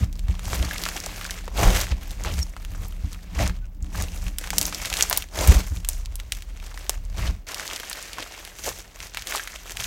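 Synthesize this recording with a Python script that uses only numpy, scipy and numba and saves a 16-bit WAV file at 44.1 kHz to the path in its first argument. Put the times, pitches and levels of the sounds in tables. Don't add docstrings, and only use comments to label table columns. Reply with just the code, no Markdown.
import sys
import numpy as np
from scipy import signal
from scipy.fft import rfft, irfft
from scipy.io import wavfile
from scipy.ndimage import uniform_filter1d
from numba import njit

SR = 44100
rng = np.random.default_rng(int(sys.argv[2]) if len(sys.argv) > 2 else 0)


def file_out(sig):
    cols = np.atleast_2d(sig).T
    lim = np.clip(cols, -1, 1)
    pcm = np.round(lim * 32767).astype(np.int16)
    wavfile.write(sys.argv[1], SR, pcm)


N = 434826
TIME = np.arange(N) / SR

# (peak_time_s, level_db before a small trim, pitch_hz)
THUDS = [(0.032, -13, 95), (0.298, -9, 65), (0.61, -15.5, 55.7), (1.679, -3, 45), (1.923, -14, 58),
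         (2.399, -17, 68), (3.047, -16, 70), (3.388, -16.5, 51.87), (3.44, -20, 65), (3.506, -16, 54.5),
         (3.832, -19.5, 63), (4.034, -18.5, 65), (4.27, -15.5, 49), (5.493, -1, 68), (5.561, -10.5, 50.17),
         (5.722, -16.5, 63.2), (5.776, -19.5, 64.6), (7.225, -19, 56.24), (7.293, -13, 58.64)]
# (pitch_hz, width_hz, relative_level_db)
TOP_MODES = [(177.7, 10, -0.5), (232, 35, -20), (293.7, 7.3, -11)]


def from_db(db):
    return 10 ** (np.asarray(db) / 20)


def rms_one(x):
    return x / np.sqrt(np.mean(x ** 2) + 1e-20)


def in_time(rows):
    time_s, *columns = np.transpose(rows)
    return [np.interp(TIME, time_s, column) for column in columns]


def at_hz(points, hz):
    point_hz, point_db = np.transpose(points)
    return np.interp(np.log(hz), np.log(point_hz), point_db)


def add(out, start_s, sound):
    at = int(np.clip(round(start_s * SR), 0, N - 1))
    out[at:at + len(sound)] += sound[:N - at]


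def band(x, low_hz, high_hz, order=2):
    limits = [low_hz, min(high_hz, .48 * SR)]
    return signal.sosfilt(signal.butter(order, limits, "band", fs=SR, output="sos"), x)


def resonate(x, hz, quality):
    w = 2 * np.pi * min(hz, .45 * SR) / SR
    damp = np.sin(w) / (2 * quality)
    return signal.lfilter([damp, 0, -damp], [1 + damp, -2 * np.cos(w), 1 - damp], x + 1e-18)


def drift(per_s):
    knots = np.arange(0, TIME[-1] + 1, 1 / per_s)
    return rms_one(np.interp(TIME, knots, rng.standard_normal(len(knots))))


def even(x, span_s):
    power = np.abs(uniform_filter1d(x ** 2, int(span_s * SR)))
    return x / np.sqrt(power + 1e-12)


def together(*columns_db):
    power = np.sum(from_db(np.hstack(columns_db)) ** 2, axis=1)
    return 10 * np.log10(power + 1e-12)


def air():
    # (pitch_hz, relative_level_db)
    hush_colour = [(60, -4), (180, -1), (500, -6), (1500, -17), (5000, -72), (16000, -15)]
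    hush_db = -60
    hz = np.maximum(np.arange(N // 2 + 1) * SR / N, 1)
    spectrum = rfft(rng.standard_normal(N)) * from_db(at_hz(hush_colour, hz))
    return from_db(hush_db) * rms_one(band(irfft(spectrum, N), 30, 15000))


def room(x, near_db=-11, near_t60=0.021, far_db=-19, far_t60=0.21, edge_count=7):
    # (delay_s, level_db)
    echo_rows = [(.0019, -15), (0.01, -19)]
    t = TIME[:SR // 4]
    lingering = np.zeros(len(t))
    for t60, db in [(near_t60, near_db), (far_t60, far_db)]:
        power = from_db(-120 * t / t60) * (t > .001)
        lingering += from_db(2 * db) * power / power.sum()
    out, edges = x.copy(), np.geomspace(300, 16000, edge_count)
    for low_hz, high_hz in zip(edges, edges[1:]):
        power = signal.oaconvolve(band(x, low_hz, high_hz, order=3) ** 2, lingering)[:N]
        noise = rms_one(band(rng.standard_normal(N), low_hz, high_hz, order=3))
        out += np.sqrt(np.abs(power)) * noise
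    for delay_s, db in echo_rows:
        add(out, delay_s, from_db(db) * band(x, 4300, 15000, order=1))
    return out


def shaken(modes, low_hz, high_hz, span_s):
    rings = np.zeros(N)
    for hz, width_hz, db in modes:
        rings += from_db(db) * resonate(rng.standard_normal(N), hz, hz / width_hz)
    return even(band(rings, low_hz, high_hz, order=4), span_s)


def rumble(push_db, sway_db=-1.5, waver_db=1.5, frame_lean_db=-10, frame_push_db=0.0,
           top_db=-5.0, top_push_db=-12.0, thud_frame_db=-18, thud_top_db=-23, ring_db_per_s=220):
    # (pitch_hz, width_hz, relative_level_db)
    sway_modes = [(36.2, 6.8, 0)]
    frame_modes = [(62.1, 6.7, 0), (78.3, 28, -12), (118, 30, -20)]
    # (time_s, level_db)
    lean_rows = [(0, -37), (.2, -22.5), (.6, -36), (.8, -37.5), (1.4, -37), (1.59, -27), (1.69, -15),
                 (1.82, -31), (2.85, -30.5), (3.25, -40), (3.43, -28), (3.75, -35), (4.4, -31),
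                 (4.65, -36.5), (5.35, -39.5), (5.51, -15.5), (5.68, -31.5), (6.05, -28), (6.5, -34),
                 (7.35, -30), (7.5, -49.5), (9.86, -43)]
    # (time_s, level_db)
    drum_rows = [(0, -42), (.9, -42), (1.35, -45.5), (1.9, -46.5), (2.6, -47), (3.25, -48.5), (3.44, -28.5),
                 (3.56, -50), (3.7, -53), (3.9, -41), (4.4, -49), (4.58, -34.5), (4.75, -42.5), (5.2, -53),
                 (5.65, -57), (6.0, -55), (7.1, -52), (7.45, -59.5), (9.86, -59)]
    (lean_db,), (drum_db,) = in_time(lean_rows), in_time(drum_rows)
    waver = waver_db * drift(9)
    ringing = np.zeros(N)
    for time_s, db, _ in THUDS:
        add(ringing, time_s, from_db(db - ring_db_per_s * TIME[:SR // 3]))
    frame = np.linalg.norm([from_db(lean_db + waver + frame_lean_db),
                            from_db(push_db + frame_push_db),
                            from_db(thud_frame_db) * ringing], axis=0)
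    top = np.linalg.norm([from_db(drum_db + waver + top_db),
                          from_db(push_db + top_push_db),
                          from_db(thud_top_db) * ringing], axis=0)
    sway = from_db(lean_db + waver + sway_db)
    return (frame * shaken(frame_modes, 45.8, 118, 0.079)
            + top * shaken(TOP_MODES, 81, 358, 0.084)
            + sway * shaken(sway_modes, 29.2, 53.3, 0.137))


def thuds(rise_s=0.01145, level_db=-0.5, knock_db=-21):
    out, t = np.zeros(N), TIME[:SR // 5]
    swell = (t / rise_s * np.exp(1 - t / rise_s)) ** 2.0
    knock = from_db(knock_db) * np.sin(2 * np.pi * TOP_MODES[0][0] * t)
    for peak_s, db, hz in THUDS:
        swing = np.cos(2 * np.pi * hz * (t - rise_s))
        add(out, peak_s - rise_s, from_db(db + level_db) * swell * (swing + knock))
    return out


def squeak():
    # (start_s, length_s, peak_level_db, start_pitch_hz, end_pitch_hz)
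    tone_rows = [(2.41, 0.028, -26.5, 5700, 5446), (3.609, 0.049, -55, 1504, 1480)]
    out = np.zeros(N)
    for start_s, length_s, db, start_hz, end_hz in tone_rows:
        u = np.linspace(0, 1, int(length_s * SR))
        phase = 2 * np.pi * np.cumsum(start_hz + (end_hz - start_hz) * u) / SR
        add(out, start_s, from_db(db) * np.sin(np.pi * u ** 1.5) * np.sin(phase))
    return out


def squelches(per_s=1200, rise_s=0.024, spread_db=4):
    # (start_s, length_s, level_db before fading, pitch_hz, quality)
    fold_rows = [(1.608, 0.058, -38, 460, 1.41), (1.91, 0.013, -22, 2596, 2.05),
                 (2.248, 0.034, -32.5, 879, 1.98), (2.252, 0.079, -36.5, 2703, 3.9),
                 (3.39, 0.064, -26, 652, 9.5), (3.943, 0.013, -21.5, 1284, 4.3),
                 (7.205, 0.039, -35.5, 2302, 2.38), (7.255, .04, -35, 3230, 1.58),
                 (8.173, 0.015, -27, 1182, 2), (8.655, 0.053, -30, 525.6, 2.4),
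                 (9.013, 0.042, -51.5, 1905, 5.3), (9.167, 0.072, -51, 1806, 4.5),
                 (9.317, 0.068, -39, 648.5, 2.85), (9.318, 0.14, -43, 1757, 9.8)]
    out = np.zeros(N)
    for start_s, length_s, db, hz, quality in fold_rows:
        t = TIME[:int(length_s * SR)]
        sputter = (rng.random(len(t)) < per_s / SR) * from_db(spread_db * rng.standard_normal(len(t)))
        ring = resonate(sputter * rng.choice([-1, 1], len(t)), hz, quality)
        hollow = rms_one(band(ring, hz / 2, hz * 2, order=1))
        fade = np.minimum(t / rise_s, 1) * np.sqrt(1 - t / length_s)
        add(out, start_s, from_db(db) * hollow * fade)
    return out


def kneading(tighten_db_per_s=270, relax_db_per_s=230, late_strokes_s=7.467):
    # (start_s, end_s, crackle_db, swell_over_stroke_db, squelch_above_crackle_db,
    #  fizz_above_crackle_db, table_push_db)
    stroke_rows = [(0, 0.013, -41, 0, 0, -5, -19), (0.283, 0.418, -49, -3, -4, -8, -50),
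                   (0.481, 0.551, -38, 1.5, -1, -1, -30), (0.593, 0.646, -37.5, 0, 0.5, -5.5, -24.5),
                   (0.692, 0.999, -38.5, 0.5, -4, -3.5, -44), (1.06, 1.4, -41, -1.5, -5.5, -5.5, -45.5),
                   (1.57, 1.588, -38, 2, 2.5, -3.5, -36), (1.615, 1.679, -27.5, 2, 5.5, -5, -20),
                   (1.73, 1.818, -29, 4, -5.5, -4.5, -29), (1.911, 1.928, -43, 0, -1.5, -12.5, -30),
                   (2.031, 2.221, -48.5, -1, -1.5, -4, -42), (2.261, 2.286, -37, 0, 3.5, -9, -29.5),
                   (2.332, 2.397, -41, 2, -5.5, -1.5, -27.5), (2.72, 2.86, -52, 6, 2.5, -1, -37),
                   (3.069, 3.171, -52, 0, -7, -4, -45), (3.28, 3.314, -52, 0, -4.5, -21, -54),
                   (3.404, 3.434, -30, 0, -2, -7.5, -21), (3.472, 3.489, -42, -4, 1, -16, -30),
                   (3.97, 4.015, -37, 2, -1.5, -3, -27.5), (4.09, 4.27, -47, 4.5, -3, -1.5, -36),
                   (4.41, 4.469, -44, 2, -3.5, -3, -45), (4.56, 4.67, -39, 0, -1, 1, -38.5),
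                   (4.73, 4.868, -38, 3, -7, -3, -44.5), (4.93, 5.202, -35, -6, -7, -4, -40.5),
                   (5.389, 5.44, -31, 2, 3, -2.5, -29.5), (5.48, 5.549, -29.5, 1, 1, -3, -24),
                   (5.598, 5.62, -39, -3, -7, -4, -30), (5.68, 5.78, -51, -2, -5, 2.5, -44),
                   (5.917, 5.962, -48, -4, -6, 4.5, -41), (6.345, 6.393, -48, -6.5, -19, -2.5, -48),
                   (6.618, 6.942, -49, 2, -3, -5, -62), (7.185, 7.28, -38.5, 0.5, -1.5, -6.5, -29),
                   (7.477, 7.761, -39, 1, -6, -5, -52), (7.801, 8.5, -43, -6, -8.5, -6, -56.5),
                   (8.17, 8.208, -39, 0, -2.5, -25, -51), (8.601, 8.8, -45, -6, -6, 0.5, -51),
                   (8.669, 8.69, -35.5, -1, -6.5, 1, -41), (9.009, 9.048, -42.5, 1.5, -8.5, -2, -49),
                   (9.175, 9.229, -40.5, -4, -26, -8, -49), (9.299, 9.37, -35, 1, -5, -2.5, -51),
                   (9.422, 9.599, -44, -1.5, -21, -4.5, -64), (9.69, 9.715, -41, 0.5, -9, -3, -52),
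                   (9.788, 9.861, -38, 7.5, -15, -1.5, -42)]
    # (time_s, crackle_db)
    settling_rows = [(0, -70), (.1, -62), (.16, -55), (1.46, -55), (2.55, -54), (3.52, -55), (3.66, -64),
                     (3.8, -68), (3.85, -56), (5.2, -55), (5.3, -61), (5.65, -56), (6.55, -54),
                     (7.3, -57.5), (7.46, -64), (7.52, -49), (8.55, -49), (9.1, -54), (9.86, -49)]
    settling_squelch_db, settling_fizz_db = -2.5, -6
    t = TIME[::64, None]
    start, end, db, swell, squelch, fizz, push = np.transpose(stroke_rows)
    grip = -tighten_db_per_s * np.maximum(start - t, 0) - relax_db_per_s * np.maximum(t - end, 0)
    grip = np.where((start > late_strokes_s) & (t < late_strokes_s), -100, grip)
    progress = np.clip((t - start) / np.maximum(end - start, .001), 0, 1)
    effort = db + grip + swell * (progress - .5)
    settling = np.interp(t, *np.transpose(settling_rows))
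    beads = together(effort, settling)
    large = together(effort + squelch, settling + settling_squelch_db)
    tiny = together(effort + fizz, settling + settling_fizz_db)
    curves = (beads, large - beads, tiny - beads, together(push + grip))
    return [np.interp(TIME, t[:, 0], curve) for curve in curves]


@njit
def ring_grains(at, strength, step, fade, size):
    out = np.zeros(size)
    for k in range(len(at)):
        keep = np.exp(-fade[k])
        turn = 2 * keep * np.cos(step[k])
        now, before = strength[k] * np.sin(step[k]), 0.
        for i in range(at[k], min(size, at[k] + int(6 / fade[k]))):
            out[i] += now
            now, before = turn * now - keep * keep * before, now
    return out


def cavities(at, size, low_hz, high_hz, quality, colour_db):
    # (pitch_hz, relative_level_db)
    bead_colour = [(280, -4.5), (450, -4.5), (660, 3.5), (900, -2), (1400, -1), (2000, 9), (2700, 8.5),
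                   (3900, 4), (6000, 12), (8000, 1.5), (10500, -5.5), (15000, 12.5)]
    place, damping, share, side = rng.random((len(at), 4)).T
    hz = low_hz * (high_hz / low_hz) ** place
    step = 2 * np.pi * hz / SR
    fade = step / (2 * quality * 2 ** (2 * damping - 1))
    gain = from_db(at_hz(bead_colour, hz) + colour_db * (2 * share - 1))
    strength = size * gain * np.sign(side - .5) * np.sqrt(fade)
    return band(ring_grains(at, strength, step, fade, N), low_hz * 0.89, high_hz * 1.07)


def crackle(crackle_db, squelch_db, fizz_db, per_s=2200, crowding=.7, spread_db=5.0, size_cap=3.73,
            clump_db=3.5, colour_db=4.0, quality=4.3, rustle_per_s=9000, rustle_db=-2.5,
            squelch_trim_db=-2.6, crackle_trim_db=-2.42, fizz_trim_db=0.88):
    chance = per_s * from_db(crowding * (crackle_db + 40) + 3 * drift(30)) / SR
    ticks = np.flatnonzero(rng.random(N) < chance)
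    luck = np.minimum(rng.exponential(1, len(ticks)), size_cap)
    size = from_db(spread_db * luck + clump_db * drift(90)[ticks])
    deep = np.flatnonzero(rng.random(N) < rustle_per_s / SR)
    out = np.zeros(N)
    families = [(270.0, 1532, squelch_db + squelch_trim_db),
                (1280, 5370, crackle_trim_db),
                (5530, 13800, fizz_db + fizz_trim_db)]
    for low_hz, high_hz, family_db in families:
        surface = even(cavities(ticks, size, low_hz, high_hz, quality, colour_db), 0.22)
        inside = rms_one(cavities(deep, 1, low_hz, high_hz, quality, colour_db))
        out += from_db(crackle_db + family_db) * even(surface + from_db(rustle_db) * inside, 0.13)
    return out


def bubbles(crackle_db, per_s=55, crowding=.55, level_db=12.5, spread_db=2.0,
            low_hz=750, high_hz=7500, quality=3.3, largest_db=-35):
    chance = per_s * from_db(crowding * (crackle_db + 40)) / SR
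    at = np.flatnonzero(rng.random(N) < chance)
    place, size, damping = rng.random((len(at), 3)).T
    step = 2 * np.pi * low_hz * (high_hz / low_hz) ** place / SR
    fade = step / (2 * quality * (.5 + damping))
    strength = from_db(np.minimum(crackle_db[at], largest_db) + level_db + spread_db * (2 * size - 1))
    return band(ring_grains(at, strength, step, fade, N), 380, 12000)


def random_pops(crackle_db, per_s=9, crowding=.8, above_db=14, spread_db=4.0, largest_db=-20,
                low_hz=1300, high_hz=9000, quality=1.9):
    chance = per_s * from_db(crowding * (crackle_db + 40)) / SR
    at = np.flatnonzero(rng.random(N) < chance)
    size, place, damping = rng.random((len(at), 3)).T
    db = np.minimum(crackle_db[at] + above_db + spread_db * (2 * size - 1), largest_db)
    hz = low_hz * (high_hz / low_hz) ** place
    return list(zip(at / SR, db, hz, quality * 2 ** (2 * damping - 1)))


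def pops(pockets, body_db=-19, body_hz=800, body_quality=1.6, tear_s=0.00038, ragged=.22, snap_db=-22,
         smear_quality=1.52, chain_per_s=1500, chain_db=-11, chain_s=0.0047, level_db=-0.5):
    smear_pitches_hz = [2830, 5070, 8500, 11900]
    out, t = np.zeros(N), TIME[:SR // 60]
    draws = rng.standard_normal((len(pockets), 2, len(t)))
    for (start_s, db, hz, quality), (chance, luck) in zip(pockets, draws):
        gives_way = np.abs(luck) < chain_per_s / SR * np.sqrt(np.pi / 2)
        chain = from_db(chain_db) * gives_way * np.exp(-t / chain_s)
        tear = chance * (ragged * np.exp(-t / tear_s) + chain)
        tear[0] += 1
        pop = rms_one(resonate(tear, hz, max(quality, .5))) + from_db(snap_db) * rms_one(tear)
        pop = band(pop, np.clip(hz / 3.8, 300, 1100), 16300)
        pop = rms_one(pop) + from_db(body_db) * rms_one(resonate(tear, body_hz, body_quality))
        for smear_hz in smear_pitches_hz:
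            pop = pop - 2 * resonate(pop, smear_hz, smear_quality)
        packed = np.sqrt(.001 * SR / len(t))
        add(out, start_s, from_db(db + level_db) * rms_one(pop) * packed)
    return out


def scene():
    # (start_s, level_db before a small trim, pitch_hz, quality before a floor)
    placed_pops = [(0.128, -35, 4480, 0.4), (0.1931, -31.5, 2970, 0.46), (0.2839, -32.5, 1860, 0.43),
                   (0.3937, -28, 1970, 0.33), (0.5316, -17, 746, 0.67), (0.7104, -19, 1640, 10),
                   (0.7604, -24.5, 2070, 3.1), (0.8372, -18, 4250, 0.4), (0.8632, -17.5, 1320, 3.1),
                   (0.888, -18, 2240, 0.45), (1.002, -23.5, 5300, 3.8), (1.066, -23.5, 630, 2.7),
                   (1.251, -23, 1600, 5.4), (1.3081, -19.5, 3330, 1.2), (1.4789, -23.5, 660, 1.5),
                   (1.813, -17, 5910, 3.03), (1.9226, -28.5, 591.7, 3.2), (2.2487, -22, 1509, 2.3),
                   (2.4288, -24, 6210, 2.81), (2.5653, -27.5, 1380, 1.6), (2.6492, -29.5, 2980, 0.58),
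                   (2.883, -34, 13500, 1.48), (3.1303, -30.5, 3273, 0.37), (3.4764, -21.5, 5500, 1.31),
                   (3.8253, -35.5, 7038, 4.95), (4.3846, -16.5, 6440, 0.32), (4.4403, -23, 1740, 1.75),
                   (4.4738, -26, 1640, 0.42), (4.5042, -15.5, 2650, 0.29), (4.532, -20, 799.5, 1.88),
                   (4.5825, -3.5, 7100, 1.16), (4.6132, -12.5, 7000, 0.43), (4.628, -17.5, 6940, 0.75),
                   (4.6539, -14.5, 5540, 4.7), (4.666, -21, 13000, 0.72), (4.7256, -22, 1200, 1.96),
                   (4.7464, -18.5, 4854, 4.73), (4.8576, -22, 3570, 1.72), (4.9008, -20, 2695, 1.18),
                   (4.9277, -16, 2794, 3.1), (4.9388, -15, 3740, 0.88), (4.9696, -17.5, 2830, 1.93),
                   (5, -30, 2873, 0.71), (5.0087, -9.5, 3213, 1.2), (5.0244, -2, 6350, 2.47),
                   (5.098, -12, 12120, 1.6), (5.1113, -14, 906, 3.2), (5.128, -10, 1984, 0.3),
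                   (5.174, -7.5, 10240, 0.34), (5.223, -22, 2879, 1.2), (5.475, -11.5, 12520, 0.42),
                   (5.8477, -24, 3203, 0.5), (5.8884, -10.5, 9500, 0.56), (6.0582, -28.5, 2852, 1.02),
                   (6.1559, -24.5, 8940, 0.61), (6.1994, -26.5, 2360, 0.86), (6.3215, -13.5, 3844, 1.12),
                   (6.4225, -31, 2746, 0.46), (6.7755, -27, 1774, 2.37), (6.8947, -10, 5034, 0.72),
                   (6.8952, -17.5, 953.6, 0.66), (7.5183, -26.5, 3270, 0.77), (7.5448, -19.5, 3700, 0.65),
                   (7.7332, -24.5, 3263, 1.22), (7.9296, -20.5, 3718, 1.32), (8.184, -21.5, 930, 3.18),
                   (8.4504, -28, 4467, 0.43), (9.1468, -24, 1980, 0.53), (9.1719, -17.5, 2013, 1.3),
                   (9.2221, -26, 2725, 0.43), (9.2717, -21.5, 3922, 0.47), (9.323, -18.5, 1654, 1.94),
                   (9.3493, -17, 1103, 2.7), (9.3802, -23, 1980, 1), (9.396, -18.5, 1640, 6.9),
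                   (9.4746, -22, 2149, 1.24), (9.7705, -20, 2880, 0.72)]
    flutter_db, flutter_per_s = 1.0, 45
    crackle_db, squelch_db, fizz_db, push_db = kneading()
    crackle_db = crackle_db + flutter_db * drift(flutter_per_s)
    slime = pops(placed_pops + random_pops(crackle_db))
    slime = slime + bubbles(crackle_db) + crackle(crackle_db, squelch_db, fizz_db) + squelches()
    return (room(slime) + squeak() + thuds() + rumble(push_db) + air())[None]


def record(dry):
    cutoff_hz = 16200
    treble_cut = signal.ellip(10, .1, 80, cutoff_hz, fs=SR, output="sos")
    return signal.sosfilt(treble_cut, np.clip(dry, -.92, .92))


dry = scene()
out = record(dry)
file_out(out)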